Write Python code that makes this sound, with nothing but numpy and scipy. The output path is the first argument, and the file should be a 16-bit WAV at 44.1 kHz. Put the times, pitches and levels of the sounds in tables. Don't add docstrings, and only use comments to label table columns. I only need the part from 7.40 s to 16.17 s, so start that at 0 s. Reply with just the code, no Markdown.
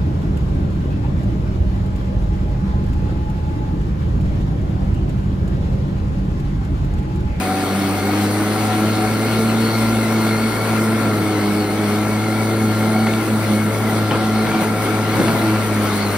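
import sys
import numpy as np
from scipy import signal
from scipy.fft import rfft, irfft, next_fast_len
from scipy.io import wavfile
from scipy.ndimage import uniform_filter1d, map_coordinates

SR = 44100
rng = np.random.default_rng(int(sys.argv[2]) if len(sys.argv) > 2 else 0)


def generate_wav(signal):
    frames = np.transpose(np.atleast_2d(signal))
    scaled = np.clip(frames, -1, 1) * 32767
    pcm = np.round(scaled).astype(np.int16)
    wavfile.write(sys.argv[1], SR, pcm)


N = 386757

# (time [s], blade passes [Hz], first harmonic [dB], second harmonic [dB])
BLADE_COURSE = [(0.0, 95.61, -30, -28.5), (0.54, 98.5, -27.5, -23), (1.3, 107.2, -24, -22.5),
                (1.7, 108.2, -24, -24.5), (1.92, 111.1, -24.5, -22), (2.36, 111.9, -22.5, -20),
                (2.94, 109.7, -25.5, -20), (3.52, 110.1, -23, -20), (3.84, 104.7, -25.0, -26),
                (4.08, 103.3, -27, -22), (4.52, 104.9, -25.5, -22), (5.12, 110, -23.5, -24),
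                (5.3, 107.9, -22.5, -20), (5.82, 110.5, -23.5, -20), (6.16, 106.3, -23, -18.5),
                (6.42, 108.4, -24.5, -17.5), (6.64, 107.7, -22, -27.5), (7.16, 108.9, -28.5, -17),
                (7.32, 107.3, -24.5, -24), (7.66, 107.4, -23.5, -25.5), (7.92, 109.4, -25, -24),
                (8.36, 106.3, -23.5, -21.5), (8.77, 99.8, -22, -37.5)]
# (frequency [Hz], relative gain [dB])
HISS_COLOUR = [(3000, -4.5), (5500, -5), (8000, 0), (11500, 0), (16000, -7)]
MID_LAG_S, TREBLE_LAG_S = 4e-5, 1 / 4665


def amp(db):
    return 10 ** (np.asarray(db) / 20)


def unit(x):
    return x / np.sqrt(np.mean(x ** 2) + 1e-20)


def along(points, hz):
    f, v = np.transpose(points)
    return np.interp(np.log(hz + 1), np.log(f + 1), v)


def shape(points):
    return lambda hz: amp(along(points, hz))


def curves(rows):
    s, *cols = np.transpose(rows)
    return [np.interp(np.arange(N) / SR, s, c) for c in cols]


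def wobble(rate):
    knots = rng.standard_normal(int(N * rate / SR) + 4)
    return map_coordinates(knots, [np.arange(N) * rate / SR])


def angle(hz):
    return 2 * np.pi * np.cumsum(hz) / SR


def filtered(x, response):
    m = next_fast_len(N + SR // 2)
    return irfft(rfft(x, m) * response(np.fft.rfftfreq(m, 1 / SR)), m)[..., :N]


def lagged(pair, lag_s):
    sides = np.array([[1], [-1]])
    return filtered(pair, lambda hz: np.exp(-1j * np.pi * hz * lag_s * sides))


def tone(phase, db, flutter_db, smear, rate):
    level = np.sqrt(2) * amp(db + flutter_db * wobble(rate))
    return level * np.sin(phase + smear * wobble(rate) + rng.uniform(0, 2 * np.pi))


def hoarse(phase, rate):
    return unit(wobble(rate) * np.cos(phase) + wobble(rate) * np.sin(phase))


def rush(gain, patchy_db, lag_s):
    # (frequency [Hz], likeness [0 to 1])
    likeness = [(60, 0.7), (300, 0.93), (700, 0.88), (1500, 0.67), (3000, 0.09), (5500, 0.46), (7500, 1),
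                (15000, 1)]
    z = signal.stft(rng.standard_normal((2, N)), nperseg=512)[2]
    field = uniform_filter1d(rng.standard_normal(z.shape[1:]), size=6, axis=0)
    field = uniform_filter1d(field, size=10, axis=1)
    pair = signal.istft(z * amp(patchy_db * unit(field)), nperseg=512)[1][:, :N]

    def mid_side_gains(hz):
        turn = np.arccos(np.clip(along(likeness, hz), -1, 1)) / 2
        return gain(hz) * np.array([np.cos(turn), np.sin(turn)])

    mid, side = filtered(pair, mid_side_gains)
    return unit(lagged(np.array([mid + side, mid - side]), lag_s))


def air(phase):
    # (time [s], roar [dB], rustle [dB], hiss [dB])
    flow = [(0.0, -32, -39, -39), (2.47, -31, -37.5, -38.5), (3.59, -30.5, -40.5, -39.5),
            (4.05, -31.5, -40, -40.5), (6.42, -32, -40.5, -39.5), (6.79, -31, -38.5, -41.5),
            (8.77, -29.5, -38.5, -38.5)]
    # (frequency [Hz], relative gain [dB])
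    rumble_colour = [(22, -50), (45, -17), (80, -12.5), (140, -3), (250, 2), (400, -2.5), (700, -10.5),
                     (1200, -68)]
    roar_colour = [(150, -20), (350, -2.5), (600, -2.5), (1000, -2), (1380, -1.5), (1700, -6), (2250, -11),
                   (2500, -23), (4000, -50)]
    rustle_colour = [(900, -64), (2000, 3.5), (3000, -1), (4200, -1), (5500, -8), (7000, -13),
                     (10000, -101)]
    # (time [s], level [dB])
    drone_course = [(0.0, -34), (0.09, -26), (0.3, -34), (0.7, -29), (1.0, -37), (1.32, -26.5), (1.45, -40),
                    (1.62, -27), (1.85, -36.5), (3.7, -40), (3.9, -32.5), (4.4, -33), (5.4, -37.5),
                    (5.62, -26.5), (5.86, -42), (6.55, -40), (7.15, -29.5), (7.9, -34.5), (8.67, -44),
                    (8.77, -44)]
    roar_db, rustle_db, hiss_db = curves(flow)
    throb = np.cos(phase) + .3 * np.cos(phase / 2 + 1.16)
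    gust = wobble(9)

    rumble_db = -25.5 + 0.48 * wobble(1.9) + 1.0 * throb
    roar_db = roar_db + 3.5 + 0.78 * gust + 1.7 * throb
    rustle_db = rustle_db + 5.5 + 1.0 * gust + 0.49 * throb
    hiss_db = hiss_db + 6.0 + 0.48 * gust + 0.73 * wobble(30) + 0.88 * throb
    out = amp(rumble_db) * rush(shape(rumble_colour), patchy_db=.5, lag_s=0)
    out += amp(roar_db) * rush(shape(roar_colour), patchy_db=0.7, lag_s=MID_LAG_S)
    out += amp(rustle_db) * rush(shape(rustle_colour), patchy_db=2.0, lag_s=MID_LAG_S)
    out += amp(hiss_db) * rush(shape(HISS_COLOUR), patchy_db=2.0, lag_s=TREBLE_LAG_S)

    resonance = lambda hz: 1 / (1 + ((hz - 750) / 16) ** 2)
    return out + amp(curves(drone_course)[0]) * rush(resonance, patchy_db=0.5, lag_s=MID_LAG_S)


def tufts(phase):
    # (start [s], length [s], thrash [dB], spray [dB])
    patches = [(6.709, 0.087, -18.5, -50), (7.035, 0.2, -22.5, -52), (7.203, 0.077, -26, -33),
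               (7.417, 0.087, -35, -32), (7.725, 0.39, -20.5, -34.5)]
    # (frequency [Hz], relative gain [dB])
    thrash_colour = [(60, -23), (140, 6), (550, -2), (1000, -5.5), (1800, -14), (3000, -22.5), (4500, -45)]
    t = np.arange(N) / SR
    thrash, spray = np.zeros((2, N))
    for s, length, thrash_db, spray_db in patches:
        swell = np.sin(np.pi * np.clip((t - s) / length, 0, 1) ** 0.49)
        thrash += amp(thrash_db) * swell
        spray += amp(spray_db) * swell
    lumps = amp(1.4 * wobble(110) + 1.5 * wobble(35) + 2.5 * np.cos(phase))
    return (thrash * lumps * rush(shape(thrash_colour), patchy_db=3.0, lag_s=MID_LAG_S)
            + spray * rush(shape(HISS_COLOUR), patchy_db=-3.0, lag_s=TREBLE_LAG_S))


def strikes():
    # (time [s], overall level [dB], tick pitch [Hz], then levels within the hit:
    # crack [dB], knock [dB], thump [dB])
    hits = [(5.669, -14, 2005, -2, -4, -12), (5.676, -17, 3370, -8, -12, -15),
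            (5.735, -14.5, 2250, -5, -4, -12), (6.71, -11, 3000, -5, 0, -8), (6.717, -12, 820, -10, 2, -6),
            (7.067, -17, 2800, -1, 1, -6), (7.113, -16, 850, -7, 2, -5), (7.146, -17, 900, -7, 3, -10),
            (7.218, -18, 750, -10, 3, 0), (7.768, -21, 1595, -2, 2, -5), (7.798, -18, 960, -6, 1, -4),
            (7.814, -15, 420, -12, 5, 4), (7.866, -21, 1346, -7, 5, 0), (7.881, -17.5, 1200, -6, 3, 5)]
    deck_hz = 225
    crack_band = signal.butter(3, [1000, 3800], 'band', fs=SR, output='sos')
    knock_band = signal.butter(2, [150, 1400], 'band', fs=SR, output='sos')
    out, t = np.zeros(N + SR), np.arange(SR // 10) / SR
    onset = 1 - np.exp(-t / 0.0014)
    for s, db, hz, crack_db, knock_db, thump_db in hits:
        tick = amp(-2.5 - 60 * t / 0.02) * np.sin(2 * np.pi * hz * t)
        crack = signal.sosfilt(crack_band, 2 * rng.standard_normal(len(t)))
        crack *= amp(crack_db - 60 * t / 0.03)
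        knock = signal.sosfilt(knock_band, 3 * rng.standard_normal(len(t)))
        knock *= amp(knock_db - 60 * t / 0.035)
        thump = amp(thump_db - 60 * t / 0.083) * np.sin(2 * np.pi * deck_hz * t)
        out[round(s * SR):][:len(t)] += amp(db) * (tick + crack + knock + thump) * onset
    return out[:N]


def drive():
    # (time [s], free-running whistle [Hz], whistle [dB], gear whirr [dB])
    drive_course = [(0.0, 2223, -45, -45), (0.7, 2166, -39, -42), (0.95, 2170, -48, -44),
                    (1.9, 2180, -38, -38.5), (2.2, 2172, -43, -39), (2.34, 2163, -39, -34),
                    (2.5, 2186, -38.5, -41), (2.9, 2225, -35, -36), (3.22, 2232, -38, -40.5),
                    (3.5, 2200, -41, -46), (4.15, 2207, -39, -40.5), (4.35, 2225, -41.5, -44),
                    (5.0, 2250, -37, -40.5), (5.25, 2170, -42, -43), (5.6, 2210, -36, -41),
                    (5.77, 2260, -36.5, -45), (5.95, 2207, -48, -50), (6.2, 2175, -35, -41),
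                    (6.38, 2230, -39, -60), (6.62, 2155, -42, -40), (6.8, 2160, -47, -50),
                    (6.96, 2160, -40, -37), (7.13, 2300, -38, -47), (7.34, 2255, -41, -54),
                    (7.45, 2247, -35, -51), (7.58, 2270, -41, -50), (7.72, 2250, -37, -41),
                    (7.88, 2257, -38, -41), (8.0, 2270, -41, -39), (8.12, 2280, -44, -43),
                    (8.35, 2217, -42, -61), (8.55, 2190, -42, -35.5), (8.77, 2224, -41, -39)]
    # (time [s], sag of the whistle [Hz])
    bumps = [(.58, 70.3), (.84, 70.7), (1.13, 80.2), (1.45, 80.2), (1.79, 89.9), (2.11, 69.5),
             (2.49, 89.86), (2.66, 175.1), (2.8, 100.1), (2.95, 120.3), (3.12, 100.2), (3.38, 120.3),
             (3.52, 90.6), (3.74, 118.4), (3.98, 189.2), (4.27, 130.7), (4.48, 71.1), (4.62, 159.5),
             (4.79, 120.2), (4.89, 189.6), (5.12, 110), (5.35, 70.3), (5.49, 119.6), (5.69, 89.3),
             (5.84, 190), (6.08, 139.8), (6.29, 131), (6.5, 282), (6.67, 70), (6.85, 260), (7.05, 170),
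             (7.245, 289), (7.46, 109.8), (7.67, 290), (7.82, 151), (7.99, 298), (8.22, 140.2),
             (8.39, 90.2), (8.53, 100.2), (8.69, 200)]
    teeth = 46
    sag_s, recover_s, shake_hz = .035, .045, 14
    free_hz, whistle_db, whirr_db = curves(drive_course)
    t = np.arange(N) / SR
    sag_hz = sum(hz * np.exp(-((t - s) / np.where(t < s, sag_s, recover_s)) ** 2) for s, hz in bumps)
    phase = angle(free_hz - sag_hz + shake_hz * wobble(13))
    turn = unit(amp(5 * np.cos(phase / teeth) + 2 * np.cos(2 * phase / teeth + .8)))

    whistle = tone(phase, whistle_db + 1.5, flutter_db=1.2, smear=.3, rate=40)
    whistle += amp(whistle_db - 7) * hoarse(phase, rate=150)
    octave = amp(whirr_db - 3 + 3 * wobble(14)) * hoarse(2 * phase, rate=360)
    band = lambda hz: 1 / (1 + ((hz - 4300) / 310) ** 4)
    broad = amp(whirr_db - 5) * rush(band, patchy_db=2, lag_s=0)
    return turn * whistle + np.sqrt(turn) * octave + broad


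def motor(passes_hz):
    whine_orders = (12.35, 12.8, 14.22)
    whine_db = (0, -1, -6.5)
    # (frequency [Hz], level [dB])
    housing = [(1200, -48), (1290, -45), (1335, -38), (1378, -32.5), (1400, -35.5), (1430, -38),
               (1480, -36), (1540, -55), (1600, -48)]
    whine = 0
    for order, db in zip(whine_orders, whine_db):
        hz = order * passes_hz
        level_db = db + along(housing, hz) + 0.8 * wobble(2)
        whine += tone(angle(hz), level_db, flutter_db=1.4, smear=.22, rate=15)
    return whine


def blade(passes_hz):
    # (frequency [Hz], level [dB])
    deck_boom = [(285, -28), (310, -24), (325, -29), (340, -31.5)]
    # (centre [s], half width [s], first harmonic [dB], second harmonic [dB], third harmonic [dB])
    dips = [(.27, 0.027, -1, -13, 2.5), (.36, 0.024, -1, 0, -12), (.58, 0.04, 1, -13, -6),
            (.76, 0.093, 1, 3.5, 2), (1.18, 0.028, -2, -9, -1), (1.3, 0.032, 0, 0, -6),
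            (1.39, 0.053, -2, 1.5, 5), (3.19, 0.1, -1.5, -13, -15), (4.3, 0.089, -1, -5, -2),
            (5.86, 0.036, -4, -8, 7), (6.04, 0.05, 1, -18, -1), (6.36, 0.061, 0.5, -18, -19),
            (6.72, 0.049, -3, -4, 0.5), (7.18, 0.083, -5, -7, 2.5), (7.43, 0.069, -1, -15, 0.5),
            (8.1, 0.081, 3, -2, 10), (8.22, 0.051, 1, -3, -16), (8.7, 0.18, -3, 5.5, -17)]
    # (time [s], level [dB])
    fourth_course = [(0, -36.5), (1.4, -35), (1.9, -29), (2.55, -35.5), (3.2, -30.5), (3.8, -33),
                     (4.3, -28.5), (4.75, -33), (5.8, -34), (6.2, -40), (6.5, -30), (6.9, -38), (7.4, -32),
                     (8.0, -35), (8.77, -35.5)]
    # (multiple of blade passes, level [dB])
    weak_orders = [(5, -39.5), (6, -40.5), (7, -44), (8, -43.5), (9, -47)]
    phase, t = angle(passes_hz), np.arange(N) / SR
    levels_db = np.array([*curves(BLADE_COURSE)[1:], along(deck_boom, 3 * passes_hz)])
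    for s, half, *change_db in dips:
        levels_db += np.outer(change_db, np.exp(-((t - s) / half) ** 4))
    first_db, second_db, third_db = levels_db

    hum = tone(phase, first_db, flutter_db=0.8, smear=0.066, rate=12)
    hum += tone(2 * phase, second_db, flutter_db=2.0, smear=0.45, rate=12)
    hum += tone(3 * phase, third_db, flutter_db=2.4, smear=.8, rate=14)
    hum += tone(4 * phase, curves(fourth_course)[0], flutter_db=3, smear=1.1, rate=16)
    hum += tone(phase / 2, -47, flutter_db=4.0, smear=.2, rate=6)
    for k, db in weak_orders:
        hum += tone(k * phase, db, flutter_db=3.5, smear=1.1, rate=16)
    return hum


def scene():
    passes_hz = curves(BLADE_COURSE)[0] + .12 * wobble(6)
    phase = angle(passes_hz)
    central = blade(passes_hz) + motor(passes_hz) + strikes()
    near = np.ones((2, 1)) * central + drive()
    return air(phase) + tufts(phase) + lagged(near, 3e-5)


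def record(dry):
    # (frequency [Hz], left over right [dB])
    port_lean = [(110, 2), (170, -1.2), (300, -.3), (700, 2.5), (1500, 2.5), (2400, 5), (4200, 1.5),
                 (6200, -2), (8000, 0)]
    bass_hz, top_hz = 36, 15770
    halves = np.array([[.5], [-.5]])

    def response(hz):
        bass = 1 / np.sqrt(1 + (bass_hz / (hz + 1)) ** 4)
        return (hz < top_hz) * bass * amp(along(port_lean, hz) * halves)

    return filtered(dry, response)


dry = scene()
out = record(dry)
generate_wav(out)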